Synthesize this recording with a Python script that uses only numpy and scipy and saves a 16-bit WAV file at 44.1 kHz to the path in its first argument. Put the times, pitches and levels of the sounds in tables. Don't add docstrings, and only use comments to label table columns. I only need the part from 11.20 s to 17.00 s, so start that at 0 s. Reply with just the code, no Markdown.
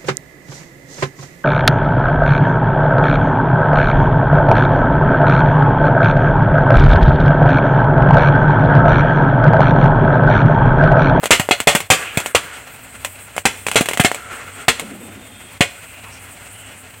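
import sys
import numpy as np
from scipy import signal
from scipy.fft import rfft, irfft
from scipy.io import wavfile
from scipy.ndimage import uniform_filter1d, minimum_filter1d

SR = 44100
rng = np.random.default_rng(int(sys.argv[2]) if len(sys.argv) > 2 else 0)


def pcm_store(signal):
    levels = np.round(np.clip(np.atleast_2d(signal), -1, 1) * 32767)
    wavfile.write(sys.argv[1], SR, levels.astype(np.int16).T)


N = 255780
TIME = np.arange(N) / SR
SHOT = TIME[:SR * 2 // 7]

# (time [s], level [dB], time to fade by 60 dB [s], thump of gas [relative dB],
# thump pitch [Hz], bucket ring [relative dB], knock pitch [Hz])
BANGS = [(0.1067, 18.5, 0.1, -4, 198, -5.5, 518), (0.3099, 6.5, .073, 8.5, 293, 11, 740),
         (0.4719, 18.5, 0.089, -8, 164, 1, 402), (.702, 20.5, 0.09, -10.5, 121, -14, 760),
         (1.1487, 13, 0.069, 6, 408, -5.5, 469), (2.2537, 14.5, 0.064, -0.5, 206, -15, 800),
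         (2.557, 9.5, .11, -6, 200, -6.5, 408), (2.847, 11, 0.069, 3.5, 210, -0.5, 635),
         (3.482, 15, 0.061, -10, 128, -2, 700), (4.4073, 10, 0.075, 5.5, 151, 3.5, 636)]
# (time [s], puff level [dB], crack level [dB])
SNAPS = [(.031, -7, -19), (.035, 1, -19), (.04, 3.5, -11.5), (.057, 0, -6), (.2889, 13.5, -8),
         (0.4024, 2.5, -5.5), (.604, -4, -9), (1.0019, -6, -11), (1.0603, -3, -9), (1.8476, -35, -7.5),
         (2.1648, -9, -15.5), (2.18, 4.5, -11.5), (2.4665, -2.5, -8), (2.485, 3, -10), (2.515, -22, -9),
         (2.534, -11, -11), (2.545, -17, -9), (2.6582, -30, -11), (2.6871, -7, -5.5), (2.712, -4, -14.5),
         (2.7341, -9, -8), (2.7737, 7.5, -3.5), (2.7966, 16, -15), (2.838, -15, -2.5), (2.9156, 4, -14),
         (2.9458, -17, -12), (3.5967, -3, -10.5)]
# (time [s], puff level [dB], puff pitch [Hz], crack level [dB])
THUDS = [(0.1971, 0.5, 142, -5), (.55, 4, 182, -.5), (.556, -3, 308, -4), (0.973, 0.5, 122, -5.5),
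         (2.6091, 5, 197, -5), (2.799, 14.5, 139, 4.5)]
# (start [s], time until it fades [s], level [dB], whistle pitch [Hz])
FLARES = [(0, 0.034, -37.5, 1500), (.74, 0.17, -28.5, 1680), (1.15, 0.052, -35, 1455),
          (2.26, .06, -45, 1420), (2.95, 0.44, -34.5, 1355)]
# (middle time [s], rough length [s], pitch [Hz], width [Hz], level [dB])
SPURTS = [(.882, 0.088, 2630, 900, -28), (1.36, .022, 3500, 3000, -35), (3.09, 0.11, 1350, 120, -34),
          (4.1, 0.5, 3600, 90, -47), (4.2, 0.24, 3260, 130, -46), (4.803, 0.34, 2560, 600, -43.5),
          (4.87, 0.051, 1030, 500, -38), (4.947, 0.045, 5630, 1100, -34.5), (5.44, 0.18, 2900, 500, -44)]
# (pitch [Hz], width [Hz], level [dB])
BUCKET_NOTES = [(252, 35, -9.5), (454, 50, -1), (578, 20, 2), (712, 67, -3), (1015, 12, -24),
                (1410, 110, -4.5), (2110, 190, -1), (2544, 125, -1.5), (2778, 200, -5.5), (3370, 90, 1.5),
                (4140, 220, 1.5), (7350, 64, -1.5)]
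# (pitch [Hz], width [Hz], level [dB])
ENGINE_NOTES = [(67, 11, 1), (96.6, 12, 3), (202, 36, -12.5), (257.5, 14, -8)]

# (frequency [Hz], gain [dB])
BANG_COLOUR = [(40, -2), (90, -1.5), (160, -5), (330, -3), (700, 1), (1400, 1), (3000, 0.5), (6000, 1),
               (15000, -8)]
CRACK_COLOUR = [(60, -38), (300, -12), (700, 3.5), (1400, -0.5), (2300, 1), (5000, -6), (8500, 0),
                (15000, -1.5)]
SHOWER_COLOUR = [(2000, 5), (6000, 8), (10000, 6), (14000, 5.5)]
SIZZLE_COLOUR = [(40, 5.5), (150, 5), (330, -5), (700, 4.5), (1400, -1), (2100, -1), (2600, 0.5),
                 (3400, -4.5), (4800, -1.5), (8000, -6), (15000, -2.5)]
FIZZ_COLOUR = [(300, -21), (3000, -50), (6500, -10), (8300, 3.5), (10500, -0.5), (15000, 7)]
FLARE_COLOUR = [(100, -15), (400, -2.5), (900, -2), (1400, 4), (2200, -3.5), (4000, -9), (8000, -7),
                (15000, -42)]
# (frequency [Hz], gain [dB])
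MICROPHONE_COLOUR = [(25, -13.5), (100, 0), (700, -3.5), (1200, -4), (2100, -0.5), (3100, -1.5),
                     (3800, -8.5), (5300, -13.5), (6800, -8), (8100, -3.5), (9000, -6.5), (10200, -11),
                     (15500, -16.5)]


def bangs(yard_db=-30, yard_t60=0.48, build_s=0.00063, blast_db=-1, knock_db=-3, knock_t60=0.032):
    direct, into_bucket = np.zeros((2, 2, N))
    for start, db, t60, thump_db, thump_hz, bucket_db, knock_hz in BANGS:
        decay = fade(t60) + undb(yard_db) * fade(yard_t60)
        shock = clang(spacing_hz=149.9, ring_db=0, side_db=-6) * decay
        shock *= 1 - np.exp(-SHOT / build_s)
        thump = 2 * undb(thump_db) * puff(thump_hz, cycles=0.36)
        blast = undb(blast_db) * puff(1.039 * knock_hz, cycles=2.05)
        knock = undb(knock_db) * np.sin(2 * np.pi * knock_hz * SHOT) * fade(knock_t60) / 2
        add(direct, start, undb(db) * (shock + thump + blast + knock))
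        add(into_bucket, start, undb(db + bucket_db) * shock)
    return colour(direct + resonate(into_bucket, BUCKET_NOTES), BANG_COLOUR)


def snaps_and_thuds(snap_hz=680, ring_db=-9.5, ring_db_per_octave=4, click_hz=5000, click_delay_s=0.00046):
    puffs, cracks, showers = np.zeros((3, 2, N))
    snaps = [(start, puff_db, snap_hz * rng.uniform(0.67, 1.41), crack_db)
             for start, puff_db, crack_db in SNAPS]
    for start, puff_db, hz, crack_db in snaps + THUDS:
        add(puffs, start, undb(puff_db + 2) * puff(hz, cycles=0.34))
        ring = undb(ring_db + ring_db_per_octave * np.log2(snap_hz / hz)) * fade(t60=0.13)
        crack = clang(spacing_hz=320.4, ring_db=1.5, side_db=-34) * (2 * fade(t60=0.01) + ring)
        add(cracks, start, undb(crack_db - 3) * crack)
        click = puff(click_hz * rng.uniform(0.69, 1.5), cycles=0.22)
        add(cracks, start + click_delay_s, undb(crack_db + 13) * click)
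        shower = noise(len(SHOT), side_db=-9) * fade(t60=0.098)
        add(showers, start, undb(crack_db - 11) * shower)
    cracks = colour(cracks, CRACK_COLOUR)
    bucket = resonate(cracks + undb(-4) * puffs, BUCKET_NOTES)
    return puffs + cracks + bucket + colour(showers, SHOWER_COLOUR)


def puff(hz, cycles):
    turns = hz * SHOT
    outflow = (1 - np.exp(-2 * np.pi * turns)) * np.sin(2 * np.pi * turns) * np.exp(-turns / cycles)
    return np.gradient(outflow) * SR / (2 * np.pi * hz)


def clang(spacing_hz, ring_db, side_db):
    chance, phase = rng.random((2, len(SHOT) // 2 + 1))
    wall_notes = (chance < SR / len(SHOT) / spacing_hz) * np.exp(2j * np.pi * phase)
    return unit(noise(len(SHOT), side_db) + undb(ring_db) * unit(irfft(wall_notes)))


def fuse(sizzle_db=-37, fizz_db=-35, fizz_growth_db_per_s=0.05, sputter_db=2.43, stir_db=4, settle_s=0.06):
    sizzle = colour(noise(N, side_db=-13), SIZZLE_COLOUR)
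    sizzle = unit(sizzle + undb(-6) * resonate(sizzle, BUCKET_NOTES))
    bright = fizz()
    stirred = sum((TIME > start) * np.exp(-np.abs(TIME - start) / settle_s) for start, *_ in BANGS)
    sizzle *= undb(sizzle_db + stir_db * stirred + sputter_db * wander(60))
    bright *= undb(fizz_db + fizz_growth_db_per_s * TIME + sputter_db * wander(35))
    return sizzle + bright


def fizz(sparks_per_s=90, flutter_db=3, top_hz=9500, dulling_db_per_s=1.2):
    fires = rng.random(N) < sparks_per_s / SR
    strength = undb(4 + 3.5 * np.minimum(rng.exponential(size=N), 4))
    spit = rng.standard_normal(len(SHOT)) * fade(t60=0.02)
    sparks = signal.fftconvolve(fires * strength, spit / np.linalg.norm(spit))[:N]
    jets = 0
    for hz in np.geomspace(3000, 15000, 12):
        band = resonate(rng.standard_normal((1, N)), [(hz, hz / 8, 0)])
        jets = jets + band * undb(flutter_db * wander(22))
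    hiss = colour(unit(jets) + sparks, FIZZ_COLOUR)
    top = signal.sosfiltfilt(signal.butter(3, top_hz, "high", fs=SR, output="sos"), hiss)
    return unit(hiss + (undb(-dulling_db_per_s * TIME) - 1) * top)


def flares(smoulder_db=-43, rise_s=0.026, fade_db_per_s=30.5, flicker_db=2.5,
           whistle_db=-9, eddy_hz=60, sag_hz_per_s=70):
    rush = colour(rng.standard_normal((1, N)), FLARE_COLOUR)
    rush = unit(rush + undb(-2) * resonate(rush, BUCKET_NOTES))
    slow_noise = signal.sosfilt(signal.butter(2, eddy_hz, fs=SR, output="sos"), rng.standard_normal((2, N)))
    eddies = slow_noise[0] + 1j * slow_noise[1]
    power, whistles = undb(smoulder_db) ** 2, 0
    for start, hold, db, hz in FLARES:
        age = TIME - start
        flow = np.clip(age / rise_s, 0, 1) * undb(db - fade_db_per_s * np.maximum(age - hold, 0))
        turns = np.cumsum(hz - sag_hz_per_s * age) / SR
        whistles = whistles + flow * unit(np.real(eddies * np.exp(2j * np.pi * turns)))
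        power = power + flow ** 2
    return (rush * np.sqrt(power) + undb(whistle_db) * whistles) * undb(flicker_db * wander(30))


def spurts():
    out = np.zeros((2, N))
    for middle, length, hz, width, db in SPURTS:
        gap = [(hz, width, 0)]
        jet = unit(resonate(resonate(rng.standard_normal(N), gap), gap))
        out += undb(db) * jet * np.exp(-2 * ((TIME - middle) / length) ** 2)
    return out


def burble(start_s=3.615, length_s=0.75, count=320, low_hz=185, octaves=2.35, cycles=5.9,
           start_db=-30.5, fade_db_per_s=28.5, gulps_per_s=7.9, gulp_db=2.5):
    bubbles = np.zeros((2, N))
    for when, smallness in rng.random((count, 2)):
        hz = low_hz * 2 ** (octaves * smallness ** 1.33)
        bubble = np.sin(2 * np.pi * hz * SHOT * (1 + 0.94 * SHOT)) * np.exp(-hz * SHOT / cycles)
        add(bubbles, start_s + when * length_s, bubble)
    age = np.maximum(TIME - start_s, 0)
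    level_db = start_db - fade_db_per_s * age + gulp_db * np.cos(2 * np.pi * gulps_per_s * age)
    return unit(bubbles) * np.sqrt(length_s / TIME[-1]) * undb(level_db)


def distant_engines(level_db=-46, swell_db=1):
    hum = resonate(rng.standard_normal(N), ENGINE_NOTES)
    hum = resonate(hum, [(hz, 2 * width, 0) for hz, width, _ in ENGINE_NOTES])
    return unit(hum) * undb(level_db + swell_db * wander(4.2))


def undb(db):
    return 10 ** (np.asarray(db) / 20)


def unit(x):
    return x / np.sqrt(np.mean(x ** 2))


def fade(t60):
    return np.exp(-np.log(1000) * SHOT / t60)


def add(out, start_s, x):
    i = max(int(start_s * SR), 0)
    out[:, i:i + x.shape[-1]] += x[..., :N - i]


def colour(x, points, size=4096):
    hz, db = np.transpose(points)
    log_hz = np.log(np.fft.rfftfreq(size, 1 / SR) + 1)
    log_gain = np.log(undb(np.interp(log_hz, np.log(hz), db)))
    cepstrum = irfft(log_gain)[:size // 2]
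    cepstrum[1:] *= 2
    taps = irfft(np.exp(rfft(cepstrum, size)))[:size // 2]
    return signal.fftconvolve(x, taps[None], axes=-1)[:, :x.shape[-1]]


def resonate(x, notes):
    return sum(undb(db) * signal.lfilter(*signal.iirpeak(hz, hz / width, fs=SR), x)
               for hz, width, db in notes)


def noise(count, side_db, split_hz=7500):
    mid, side = rng.standard_normal((2, count))
    side = undb(side_db) * signal.sosfilt(signal.butter(4, split_hz, "high", fs=SR, output="sos"), side)
    return np.array([mid + side, mid - side])


def wander(steps_per_s):
    step = int(SR / steps_per_s)
    stairs = np.repeat(rng.standard_normal(N // step + 1), step)
    return unit(uniform_filter1d(stairs, step))[:N]


def limiter(x, ceiling_db, ahead_s=0.027, ramp_s=0.0047, release_db_per_s=190):
    peak_db = 20 * np.log10(np.abs(x).max(axis=0) + 1e-9)
    over_db = np.maximum(peak_db - ceiling_db, 0)
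    ahead = int(ahead_s * SR)
    coming_db = -minimum_filter1d(-over_db, ahead, origin=-(ahead // 2))
    climb = release_db_per_s * TIME
    cut_db = np.maximum.accumulate(coming_db + climb) - climb
    return x * undb(-uniform_filter1d(cut_db, int(ramp_s * SR)))


def scene():
    return bangs() + snaps_and_thuds() + fuse() + flares() + spurts() + burble() + distant_engines()


def record(dry, overload_db=13, top_hz=15800):
    overloaded = undb(overload_db) * np.tanh(dry / undb(overload_db))
    limited = limiter(colour(overloaded, MICROPHONE_COLOUR), ceiling_db=4)
    rounded = limited / (1 + limited ** 4) ** (1 / 4)
    return signal.sosfilt(signal.ellip(8, .2, 70, top_hz, fs=SR, output="sos"), rounded)


dry = scene()
out = record(dry)
pcm_store(out)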